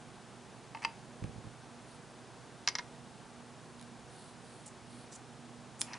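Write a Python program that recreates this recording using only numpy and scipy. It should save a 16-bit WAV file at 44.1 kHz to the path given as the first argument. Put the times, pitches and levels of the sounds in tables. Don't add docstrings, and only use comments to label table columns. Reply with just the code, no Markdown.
import sys
import numpy as np
from scipy import signal
from scipy.fft import rfft, irfft, next_fast_len
from scipy.io import wavfile
from scipy.ndimage import map_coordinates

SR = 44100
rng = np.random.default_rng(int(sys.argv[2]) if len(sys.argv) > 2 else 0)


def inscribe(sig):
    pcm = np.round(np.clip(np.atleast_2d(sig).T, -1, 1) * 32767)
    wavfile.write(sys.argv[1], SR, pcm.astype(np.int16))


N = 264099
RING_T = np.arange(SR // 3) / SR


def amp(db):
    return 10 ** (np.asarray(db) / 20)

def unit(x):
    return x / np.sqrt(np.mean(x ** 2) + 1e-20)

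def along(points, hz):
    f, v = np.transpose(points)
    return np.interp(np.log(hz + 1), np.log(f + 1), v)

def filtered(x, response):
    size = x.shape[-1]
    padded = next_fast_len(size + 8192)
    return irfft(rfft(x, padded) * response(np.fft.rfftfreq(padded, 1 / SR)), padded)[..., :size]

def noise(spectrum, size):
    return unit(filtered(rng.standard_normal(size), lambda hz: amp(along(spectrum, hz))))

def wobble(rate):
    return map_coordinates(rng.standard_normal(N // 8), [np.arange(N) * rate / SR], mode="wrap")

def add(track, s, sound):
    part = track[round(s * SR):][:len(sound)]
    part += sound[:len(part)]

def stroke(s, length):
    progress = np.clip((np.arange(N) / SR - s) / length, 0, 1)
    return np.sqrt(np.abs(np.sin(np.pi * progress)))

def ring(tones):
    hz, db, t60 = np.transpose(tones)[:, :, None]
    strength = db + rng.standard_normal(hz.shape)
    waves = np.sin(2 * np.pi * (hz * RING_T + rng.random(hz.shape)))
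    return np.sum(amp(strength - 60 * RING_T / t60) * waves, 0)

def crack(spectrum, t60):
    return noise(spectrum, len(RING_T)) * amp(-60 * RING_T / t60)

def blows(rows, body, attack_s):
    track = np.zeros(N)
    for s, db, bright in rows:
        hit = body() * (1 - np.exp(-(RING_T / attack_s) ** 2))
        hit = filtered(hit, lambda hz: amp(bright * np.log2(np.clip(hz, 700, 9000) / 700)))
        add(track, s, amp(db) * hit / hit[RING_T < .005].std())
    return track

def friction(rows, spectrum):
    pressure = sum(amp(db) * stroke(s, length) for s, length, db in rows)
    slips = amp(2 * wobble(300))
    return pressure * unit(noise(spectrum, N) * slips)


# f/Hz, level/dB
AIR_COLOUR = [(15, -46), (25, -23), (59, -11.5), (91, -14), (108, -7), (208, -5), (242, -4.5), (268, -8.5),
              (363, -8), (571, -12), (699, -8.5), (1220, -14.5), (1610, -17), (2070, -20.5), (10400, -28.5),
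              (13500, -100), (22000, -120)]
# f/Hz, likeness (0-1)
AIR_LIKENESS = [(30, 0.36), (80, 0.82), (300, 0.91), (1500, 0.94), (4000, 0.89), (10000, 0.73)]
# f/Hz, level/dB, unsteadiness (0-1)
HUM_TONES = [(121.7, -63.5, 0.13), (146.7, -67, 0.23), (240.1, -62.5, 0.52), (374.6, -72.5, 1),
             (483.5, -70.5, 0.7), (1558, -78.5, .3), (5670, -91, 0.4)]

def room_tone():
    def shares(hz):
        angle = np.arccos(np.clip(along(AIR_LIKENESS, hz), -1, 1)) / 2
        return np.array([np.cos(angle), np.sin(angle)])
    air = np.array([noise(AIR_COLOUR, N), noise(AIR_COLOUR, N)])
    middle, side = amp(-53.8) * filtered(air, shares)
    for hz, db, unsteady in HUM_TONES:
        phase = 2 * np.pi * hz * np.arange(N) / SR
        tone = (1 + unsteady * wobble(7)) * np.sin(phase)
        drift = unsteady * wobble(7) * np.cos(phase)
        middle = middle + amp(db) * unit(tone + drift)
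    return np.array([middle + side, middle - side])


# f/Hz, fade time/s
ECHO_FADE = [(200, 0.35), (2000, 0.25), (10000, 0.18)]

def wall_echo(x):
    hz, t, spectra = signal.stft(rng.standard_normal((2, SR // 2)), SR, nperseg=256)
    fade = amp(-60 * t / along(ECHO_FADE, hz)[:, None])
    tail = signal.istft(spectra * fade, SR, nperseg=256)[1]
    tail = tail + .5 * tail[::-1]
    return signal.fftconvolve(x[None], tail / np.linalg.norm(tail[0]), axes=1)[:, :N]

def scattered(x):
    paths = crack([(500, -1), (2500, -12), (5000, -3), (10000, -9.5)], t60=0.028)
    side = amp(-14) * signal.fftconvolve(x, paths / np.linalg.norm(paths))[:N]
    return np.array([side, -side])

def placed(x, left_db):
    return x * amp([[left_db / 2], [-left_db / 2]])


# t/s, length/s, level/dB
YARN_STROKES = [(1.86, 0.12, -60), (4.08, 0.26, -57), (4.39, 0.28, -59), (4.87, 0.2, -57)]
# f/Hz, level/dB
YARN_COLOUR = [(1200, -28), (3000, 2), (4500, 7.5), (6500, -10), (8500, 6.5), (10300, 7.5)]

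def yarn_rubs():
    return friction(YARN_STROKES, YARN_COLOUR)


# t/s, length/s, level/dB
DRAG_STROKES = [(0.818, 0.025, -45.5), (5.865, 0.062, -53), (5.915, 0.065, -50)]
# f/Hz, level/dB
SCRAPE_COLOUR = [(400, -32), (900, 9), (1400, -1), (2600, 4.5), (3600, -14), (5200, -10), (7000, -15),
                 (10000, -16.5)]

def tool_drags():
    return friction(DRAG_STROKES, SCRAPE_COLOUR)


# t/s, level/dB
HAND_BUMPS = [(1.2237, -31), (1.274, -38.5), (1.361, -40), (1.451, -40)]
# f/Hz, level/dB, fade time/s
TABLE_TONES = [(77.4, -12, 0.048), (118, 5.5, 0.027), (169, 3, 0.027), (256, -6, 0.034), (496, -6.5, 0.021)]
# t/s, level/dB, brightness/(dB per octave)
NAIL_TAP = [(1.2395, -48, 1)]

def hand_bumps():
    thud = sum(amp(db - 60 * RING_T / t60) * np.sin(2 * np.pi * hz * RING_T)
               for hz, db, t60 in TABLE_TONES)
    thud *= 1 - np.exp(-RING_T / 0.018)
    thud /= np.abs(thud).max()
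    track = np.zeros(N)
    for s, db in HAND_BUMPS:
        add(track, s, amp(db) * thud)
        add(track, s + .019, amp(db + 2.2) * thud)
    thuds = filtered(track, lambda hz: 1 - 1 / (1 + (hz / 58) ** 4))
    return thuds + blows(NAIL_TAP, lambda: crack(SCRAPE_COLOUR, t60=0.01), attack_s=0.00019)


# t/s, level/dB, brightness/(dB per octave)
HOOK_HITS = [(0.7475, -40, -5), (0.771, -46, -4.5), (0.8385, -44, 3), (0.8482, -26, 1)]
# f/Hz, level/dB, fade time/s
HOOK_TONES = [(903, 2.5, 0.08), (1156, -7, 0.038), (1810, -3, 0.029), (2130, 3, 0.033), (2620, 4, 0.032),
              (2920, -0.5, 0.026), (3155, -6.5, 0.032), (4270, -4, 0.013), (4820, 8, 0.013),
              (5030, -1, 0.012), (5850, -1, 0.011), (8170, -18, 0.026)]
# f/Hz, level/dB, fade time/s
SHAFT_TONES = [(900, -16, .13), (1710, -30, .35), (2585, -32, .08), (4790, -25, .29)]
# f/Hz, level/dB
TAP_COLOUR = [(180, -51), (300, -5), (528, -44), (889, -2), (1500, -8), (2670, -10), (3710, -19),
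              (4920, -21), (5460, -17), (8400, -34), (10500, -40), (13600, -75), (22000, -120)]

def hook_taps():
    body = lambda: ring(HOOK_TONES + SHAFT_TONES) + amp(5.5) * crack(TAP_COLOUR, t60=0.021)
    return blows(HOOK_HITS, body, attack_s=0.00095)


# t/s, level/dB, brightness/(dB per octave), number of contacts,
# gap between them/s, brightness change per contact/(dB per octave)
SCISSOR_KNOCKS = [(2.6745, -23.5, -1, 2, .0112, 4), (2.7522, -30, 0, 1, 0, 0),
                  (2.7848, -35.5, -1.5, 3, .0043, -2), (5.9330, -41.5, 0, 2, .0068, -1.5)]
# f/Hz, level/dB, fade time/s
SCISSOR_TONES = [(974, -13.5, 0.065), (1400, -15, 0.028), (1700, -1, 0.022), (1890, -7, 0.046),
                 (2123, -1.5, 0.038), (2624, -8.5, 0.025), (3300, -7, 0.012), (3570, -16, 0.0088),
                 (4240, -0.5, 0.013), (4990, 10.5, 0.01), (5600, 5, 0.014), (5900, 7, 0.013),
                 (6700, -6, 0.018), (9930, -13, 0.0079)]
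# f/Hz, level/dB, fade time/s
FREE_BLADE_TONES = [(942, -26, .17), (2003, -30, .13), (4807, -26, .18)]
# f/Hz, level/dB
CLACK_COLOUR = [(250, -13), (600, -20), (950, -1.5), (1800, -4), (2400, -5.5), (4000, -4), (5800, -7),
                (7000, -14), (8200, -28), (9200, -37), (10300, -17.5)]

def scissor_clacks(loss_db=2.5):
    contacts = [(s + k * gap, db - k * loss_db, bright + k * change)
                for s, db, bright, count, gap, change in SCISSOR_KNOCKS for k in range(round(count))]
    body = lambda: ring(SCISSOR_TONES + FREE_BLADE_TONES) + amp(-0.5) * crack(CLACK_COLOUR, t60=0.036)
    return blows(contacts, body, attack_s=0.00072)


CUT_S = 5.815
# t/s, length/s, level/dB, centre f/Hz
FIBRE_BITES = [(4.658, 0.013, -50.5, 8100), (4.67, 0.021, -54.5, 7800), (5.114, 0.037, -54.5, 6800),
               (5.147, 0.022, -52.5, 7400)]

def yarn_bites(grains_per_s=900):
    hiss = (CUT_S - .024, .024, -50, 8300)
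    tear = (CUT_S - .0052, .003, -30.5, 10200)
    track = np.zeros(N)
    for s, length, db, centre_hz in FIBRE_BITES + [hiss, tear]:
        grains = rng.standard_normal(N) * (0.17 + (rng.random(N) < grains_per_s / SR))
        band = filtered(grains, lambda hz: 1 / (1 + (np.log2((hz + 1) / centre_hz) / .45) ** 2))
        burst = stroke(s, length) * band
        track += amp(db) * burst * np.sqrt(length * SR / np.sum(burst ** 2))
    return track


# t/s, level/dB
EDGE_GRAZES = [(3.796, -58), (3.813, -53.5), (3.826, -55.5)]
# f/Hz, level/dB, fade time/s
SNIP_TONES = [(990, -3.5, 0.0049), (1740, -6, 0.0059), (2720, -7, 0.006), (3920, 3, 0.0065),
              (5200, -5, 0.0045), (6850, 6.5, 0.0055), (9950, 12.5, 0.0043)]
# f/Hz, level/dB
EDGE_COLOUR = [(180, -49), (300, -14), (929, -18), (2670, -1), (3150, -8), (3710, 0), (4430, -2),
               (5070, -2), (6820, -15), (10500, 2.5), (13600, -32), (22000, -120)]

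def blade_snips():
    grazes = [(s, db, -1) for s, db in EDGE_GRAZES]  # t/s, level/dB, brightness/(dB per octave)
    shut = (CUT_S, -27.5, .5)
    bounce = (CUT_S + .0082, -48.5, -6)
    body = lambda: ring(SNIP_TONES) + amp(10) * crack(EDGE_COLOUR, t60=0.0065)
    return blows(grazes + [shut, bounce], body, attack_s=0.00044)


def scene():
    on_table = hook_taps() + scissor_clacks() + tool_drags()
    in_hands = blade_snips() + yarn_bites() + yarn_rubs() + hand_bumps()
    near = placed(on_table, left_db=0.3) + placed(in_hands, left_db=-2) + scattered(on_table + in_hands)
    muffled = filtered(on_table, lambda hz: 1 / np.sqrt(1 + (hz / 5000) ** 4))
    return near + wall_echo(amp(-14) * muffled + amp(-10.5) * in_hands) + room_tone()


TOP_HZ = 10550
# f/Hz, left minus right level/dB
MIC_BALANCE = [(25, -6), (65, -14), (125, -10), (180, -8), (250, -4), (400, -1), (1000, -0.2), (5000, 0.1),
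               (10000, 0.5)]

def record(dry):
    def microphones(hz):
        left_db = along(MIC_BALANCE, hz)
        gains = amp([left_db / 2, -left_db / 2])
        return gains / gains.mean(0) / np.sqrt(1 + (hz / TOP_HZ) ** 200)
    return filtered(dry, microphones)


dry = scene()
out = record(dry)
inscribe(out)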